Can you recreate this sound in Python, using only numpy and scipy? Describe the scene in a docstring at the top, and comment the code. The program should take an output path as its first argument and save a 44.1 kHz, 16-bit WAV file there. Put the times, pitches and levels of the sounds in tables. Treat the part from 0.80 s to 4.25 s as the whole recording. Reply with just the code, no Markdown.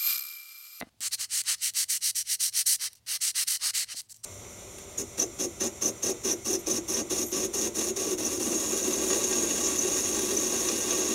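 """In a workshop, close to a phone, abrasive paper is rubbed back and forth over a small steel shackle.
Grit clicks densely on the steel, growing quieter and duller at each turn; the grip colours
every stroke. A quick cluster of dull knocks rings the bench at the start, and paper ticks and light
drags fill the pauses. Underneath lie a short room tail and a faint workshop hum."""
import sys
import numpy as np
from scipy import signal
from scipy.fft import rfft, irfft
from scipy.io import wavfile
from scipy.ndimage import uniform_filter1d

SR = 44100
rng = np.random.default_rng(int(sys.argv[2]) if len(sys.argv) > 2 else 0)


def dump(signal):
    """Clip the signal to [-1, 1] and save it as 16-bit WAV at the path in sys.argv[1]."""
    limited = np.clip(np.atleast_2d(signal).T, -1, 1)
    pcm = np.round(limited * 32767).astype(np.int16)
    wavfile.write(sys.argv[1], SR, pcm)


N = 152145

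# Strokes and light drags; the second row is the low, dull tail of the opening knocks.
# Each row: start and end in seconds, place of the crest from 0 to 1, dip at the start and at the end
# (in dB once scaled by BODY_DIP or TREBLE_DIP), level at the crest in dB, then a gain in dB for each
# grip band, low to high.
STROKES = [(0.0, 0.01, 0.48, 0.0, 2, -39, 23, -10, 15.5, 7, 4, -1, 15),
           (0.017, 0.093, 0.1, 7, -3, -65, 35, 11, 12.5, -3, -10, -6, -11),
           (0.207, 0.289, 0.83, 8, 23, -29, 2.5, 6, 1.5, -2.5, -5, 1, -6),
           (0.309, 0.36, 0.57, 24, 22.0, -27, 9.5, 2, 6, 5.5, 0, -1.5, 3),
           (0.375, 0.468, 0.5, 25, 31, -31, 5.5, 3.5, 3, -1.5, -5, -1, -5.5),
           (0.489, 0.618, 0.57, 23.5, 2.5, -27, 0.5, 1.5, 2.5, -2, -5, 1, -4),
           (0.632, 0.755, 0.63, 36, 14, -26, -1, 7, 3, -3, -6, -3, -7),
           (0.771, 0.818, 0.99, 11, 0.0, -49, 5, 1, 4, 4, -1, 1, -10),
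           (0.809, 0.906, 0.29, 22, 8.5, -26.5, 0.5, 1.5, 7.5, -1, 0.5, 1.5, 1.5),
           (0.934, 1.044, 0.41, 34, 5.5, -25, 0.5, 1.5, 2, -1, -2, -2.5, -2.5),
           (1.076, 1.182, 0.34, 37, 7.5, -26, -3, 0, 2, -2, -2, -0.5, -1),
           (1.207, 1.313, 0.51, 20, 7, -25.5, -3, -2, 0, 0, 0.5, -4, -2),
           (1.34, 1.429, 0.31, 37, 8, -28, -4, -1.5, 1.5, -1.5, 3, -1.5, -0.5),
           (1.444, 1.563, 0.75, 31.5, 20, -26, 2, -5.5, 3, -1, 1.5, -3.5, -0.5),
           (1.588, 1.699, 0.28, 27, 8, -25, -5.5, 1.5, -1, 0, 0.5, -3.5, -1),
           (1.721, 1.832, 0.65, 24.5, 14, -25, 0.5, -1.5, 0.5, -1.5, 0.5, -5, -2.5),
           (1.854, 1.963, 0.19, 32, 7, -22, -2.5, -1.5, 0, -1, -0.5, -1.5, 1),
           (1.985, 2.088, 0.51, 26, 16, -29, 9, 4.5, 5.5, 1, 1, -2.5, -0.5),
           (2.086, 2.147, 0.71, 14, 13, -57, 19, 1, 1, -2, 3, -15, -9),
           (2.152, 2.199, 0.089, -6, 17, -60.5, 4, 5, 6, 0, 3, -4, -3),
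           (2.263, 2.375, 0.5, 16, 4.5, -30, 8, 2.5, 5, -0.5, -2, -5.5, -2),
           (2.403, 2.516, 0.22, 26.0, 6.5, -26, -0.5, 1, 1.5, -2, -1.5, -1, -4.5),
           (2.541, 2.64, 0.34, 26.5, 3, -26, 6, 3, 6, -0.5, -1, -3.5, -1.5),
           (2.664, 2.775, 0.22, 28, 8.5, -26, -1.5, 3.5, 3.5, -0.5, -0.5, -2.5, -0.5),
           (2.793, 2.911, 0.58, 24.5, 6, -26.5, 3.5, 7, 0, -0.5, -7.5, -5, -7.5),
           (2.933, 3.046, 0.22, 22, 8.5, -27, 10, 0.5, 9, 1.5, -3, 3, 0),
           (3.064, 3.144, 0.78, 26, 11, -37, 7, 4.5, 6, -2.5, -3, -4.5, -9.5),
           (3.142, 3.214, 0.76, 14.5, 15.0, -35.5, 9, 3, 4, 6, 0.5, 3, 0.5),
           (3.222, 3.273, 0.55, 5, 8.0, -67, 9, -3, 1, 0, -6, -1, -5),
           (3.287, 3.331, 0.81, 16, 15, -44.5, 13, -2, -1.5, 3.5, -1, 6, 2),
           (3.342, 3.349, 0.41, 6.0, 11.0, -48, 5, -4, 7, 2, 9, 11, 3),
           (3.349, 3.376, 0.51, -1, 11.0, -57.5, 5, 1, 2, -1, 7, 8, 1),
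           (3.38, 3.422, 0.1, 5, 17, -65, 5, 7, -2, -2, 10, -3, 3),
           (3.433, 3.52, 0.27, 18, 6.0, -29.5, -1, 7.5, -4, -3, 1, 3.5, -5)]
# Resonances of paper and steel that the grip frees or damps. Each row: centre in Hz, width in octaves.
GRIP_BANDS = [(550, 0.83), (1100, 0.41), (2400, 0.62), (4500, 0.27), (5800, 0.057), (7400, 0.13),
              (14000, 0.6)]
# The tone of grit on steel. Each row: frequency in Hz, gain in dB.
GRIT_EQ = [(150, -53.5), (250, -38.5), (399, -34), (564, -30), (855, -31), (949, -29), (1090, -26),
           (1190, -21.5), (1440, -19.5), (1960, -12), (2500, -15), (2980, -7.5), (3480, -12.5),
           (4070, -2.5), (4510, 0.5), (5090, -1.5), (5750, 2), (7080, -0.5), (7720, 2.5), (9180, 3),
           (10500, -2.5), (11300, -3), (15700, -12)]
# Resonances that every grit click excites. Each row: centre in Hz, width in Hz, boost in dB.
STEEL_RINGS = [(2020, 346, 2), (2910, 370, 0.5), (5750, 250, 2.5), (8840, 1500, 0.3)]
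# Paper ticks. Each row: start in seconds, peak level in dB before the band-pass.
PAPER_TICKS = [(0.206, -20), (0.6379, -28), (0.7831, -35), (0.9374, -25), (1.728, -28), (1.7385, -24),
               (2.132, -28), (2.156, -38), (2.2464, -63), (2.2538, -59), (2.2913, -17), (2.3424, -11),
               (3.2174, -29), (3.297, -32), (3.3633, -39), (3.37, -33), (3.3767, -44)]
# Knocks on the bench. Each row: start in seconds, peak level in dB, brightness in dB per octave.
BENCH_KNOCKS = [(0.0119, -20.5, 4.5), (0.0232, -23.5, 3.7), (0.028, -25, -2), (0.07, -45.5, -6),
                (0.141, -60, -6), (0.2047, -48.5, -3.5), (3.144, -42, 0.5)]
# Modes of the bench. Each row: pitch in Hz, relative level in dB, seconds to fade by 60 dB.
BENCH_MODES = [(260, 8, 0.022), (356, -0.5, 0.026), (456, -1, 0.027), (710, 7, 0.015), (1170, 2, 0.0096),
               (1410, 2.5, 0.0063), (2010, 2, 0.016), (2750, -10, 0.0094), (3800, -3, 0.0044)]
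# Workshop hum. Each row: pitch in Hz, RMS level in dB, width in Hz.
HUM_BANDS = [(53, -89, 7.2), (108, -74, 9.8)]
# The tone of the workshop air. Each row: frequency in Hz, gain in dB.
AIR_EQ = [(20, -36), (45, -6.5), (140, -10), (320, -22), (400, -23), (800, -24), (1400, -30), (4500, -27),
          (8500, -35), (15500, -43)]
# Bands where the two microphone ports differ, leaning left then right.
# Each row: centre in Hz, width in Hz, side gain in dB, phase shift in radians.
PORT_BANDS = [(1920, 320, -13.5, 0.84), (9630, 920, -11.5, .9)]

GRAINS_PER_S, GRAIN_SPREAD_DB, GRAIN_CAP_DB = 15000, 3, 6.5
FLUTTER_DB, FLUTTER_PER_S = 0.94, 160
RISE_POWER, FALL_POWER, CATCH_S, STOP_S = 2.93, 4.14, 0.0016, 0.0036
CROSSOVER_HZ, BODY_DIP, TREBLE_DIP = 7000, 0.98, 2.22  # slow parts of a stroke lose more treble
CREEP_DB, CREEP_S = -43, 0.028
TICK_T60_S, TICK_LOW_HZ, TICK_HIGH_HZ = 0.0043, 4000, 15000
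CONTACT_S = 0.00022
ROOM_DB, ROOM_T60_S = -17.5, 0.13
AIR_DB, AMBIENCE_SIDE_DB = -71, -29
MIC_HISS_DB, MIC_HISS_HZ, LOW_CUT_HZ, HIGH_CUT_HZ = -77.5, 4000, 48, 15920


def sanding():
    """Thousands of uneven grit clicks a second excite the steel and paper, shaped stroke by stroke."""
    hits = rng.random(N) < GRAINS_PER_S / SR
    polarity = np.sign(rng.random(N) - .5)
    size_db = np.minimum(rng.exponential(GRAIN_SPREAD_DB, N), GRAIN_CAP_DB)
    clicks = hits * polarity * undb(size_db + FLUTTER_DB * walk(FLUTTER_PER_S))
    ring = sum((undb(db) - 1) * peak(clicks, hz, width) for hz, width, db in STEEL_RINGS)
    grit = colour(clicks + ring, GRIT_EQ)
    return sum(stroke(grit, *row) for row in STROKES)


def stroke(grit, start, end, crest, start_dip, end_dip, level_db, *grip_db):
    """One stroke: the grit catches, swells, slows and stops short; the paper creeps around it."""
    i, j = max(int((start - 5 * CREEP_S) * SR), 0), min(int((end + 5 * CREEP_S) * SR), N)
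    t, f = np.arange(i, j) / SR, np.fft.rfftfreq(j - i, 1 / SR) + 1
    grip_eq = sum(db * np.exp(-.5 * (np.log2(f / hz) / octaves) ** 2)
                  for db, (hz, octaves) in zip(grip_db, GRIP_BANDS))
    rasp = unit(irfft(rfft(grit[i:j]) * undb(grip_eq), j - i))
    body = irfft(rfft(rasp) / (1 + (f / CROSSOVER_HZ) ** 2), j - i)
    travel = np.clip((t - start) / (end - start), 0, 1)
    crest = np.clip(crest, .05, .95)
    dip = start_dip * np.clip(1 - travel / crest, 0, 1) ** RISE_POWER
    dip += end_dip * np.clip((travel - crest) / (1 - crest), 0, 1) ** FALL_POWER
    swell = body * undb(-BODY_DIP * dip) + (rasp - body) * undb(-TREBLE_DIP * dip)
    gate = np.clip(np.minimum((t - start) / CATCH_S, (end - t) / STOP_S) + .5, 0, 1)
    outside_s = np.maximum(np.maximum(start - t, t - end), 0)
    creep = undb(CREEP_DB) * np.exp(-outside_s / CREEP_S)
    out = np.zeros(N)
    out[i:j] = undb(level_db) * (gate * swell + creep * rasp)
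    return out


def paper_ticks():
    """The stiff paper crackles in single, very short, bright bursts."""
    out, t = np.zeros(N + SR), np.arange(SR // 20) / SR
    for start, db in PAPER_TICKS:
        burst = rng.standard_normal(len(t)) * 1000 ** (-t / TICK_T60_S)
        i = int(start * SR)
        out[i:i + len(t)] += undb(db) * burst / np.abs(burst).max()
    band = signal.butter(2, [TICK_LOW_HZ, TICK_HIGH_HZ], "band", fs=SR, output="sos")
    return signal.sosfilt(band, out[:N])


def bench_knocks():
    """Dull knocks ring the bench briefly; the contact takes a moment, which rounds the attack."""
    out, t = np.zeros(N + SR), np.arange(SR // 5) / SR
    attack = 1 - np.exp(-t / CONTACT_S)
    for start, db, tilt in BENCH_KNOCKS:
        ring = np.zeros(len(t))
        for k, (hz, mode_db, t60) in enumerate(BENCH_MODES):
            gain = (-1) ** k * undb(mode_db + tilt * np.log2(hz / 700))
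            ring += gain * attack * np.sin(2 * np.pi * hz * t) * 1000 ** (-t / t60)
        i = int(start * SR)
        out[i:i + len(t)] += undb(db) * ring / np.abs(ring).max()
    return out[:N]


def room_tail(near):
    """The room answers the close sounds with a weak, short reverb."""
    t = np.arange(SR // 2) / SR
    tail = rng.standard_normal(len(t)) * 1000 ** (-t / ROOM_T60_S)
    return undb(ROOM_DB) * signal.fftconvolve(near, tail / np.linalg.norm(tail))[:N]


def ambience():
    """A bed of faint, broad hiss and wavering low hum."""
    air = undb(AIR_DB) * unit(colour(rng.standard_normal(N), AIR_EQ))
    hum = sum(undb(db) * unit(peak(peak(rng.standard_normal(N), hz, width), hz, 3 * width))
              for hz, db, width in HUM_BANDS)
    return air + hum


def port_mismatch(mid):
    """The two microphone ports differ in two narrow bands, adding stereo width."""
    side = np.zeros(N)
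    for k, (hz, width, db, phase) in enumerate(PORT_BANDS):
        band = signal.filtfilt(*signal.iirpeak(hz, hz / width, fs=SR), mid)
        side += (-1) ** k * undb(db) * np.real(np.exp(1j * phase) * signal.hilbert(band))
    return side


def undb(db):
    return 10 ** (np.asarray(db, float) / 20)


def unit(x):
    return x / np.sqrt(np.mean(x ** 2))


def colour(x, table):
    """EQ by a curve of Hz and dB points."""
    hz, db = np.array(table).T
    f = np.fft.rfftfreq(len(x), 1 / SR) + 1
    return irfft(rfft(x) * undb(np.interp(np.log(f), np.log(hz + 1), db)), len(x))


def peak(x, hz, width):
    """Resonant band-pass, gain 1 at the centre."""
    return signal.lfilter(*signal.iirpeak(hz, hz / width, fs=SR), x)


def walk(rate):
    """Smooth random wander, spread 1."""
    k = int(SR / rate)
    return unit(uniform_filter1d(np.repeat(rng.standard_normal(N // k + 1), k), k)[:N])


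def scene():
    """The handwork sits up front, with the room and its hum behind."""
    near = sanding() + paper_ticks() + bench_knocks()
    mid = near + room_tail(near) + ambience()
    side = port_mismatch(mid) + undb(AMBIENCE_SIDE_DB) * ambience()
    return np.array([mid + side, mid - side])


def record(dry):
    """The phone adds a faint hiss and cuts the deepest bass and the very top."""
    hiss = signal.lfilter(*signal.butter(1, MIC_HISS_HZ, "high", fs=SR), rng.standard_normal(N))
    low_cut = signal.butter(3, LOW_CUT_HZ, "high", fs=SR, output="sos")
    high_cut = signal.ellip(10, .2, 75, HIGH_CUT_HZ, fs=SR, output="sos")
    thinned = signal.sosfilt(low_cut, dry + undb(MIC_HISS_DB) * hiss)
    return signal.sosfilt(high_cut, thinned)


dry = scene()
out = record(dry)
dump(out)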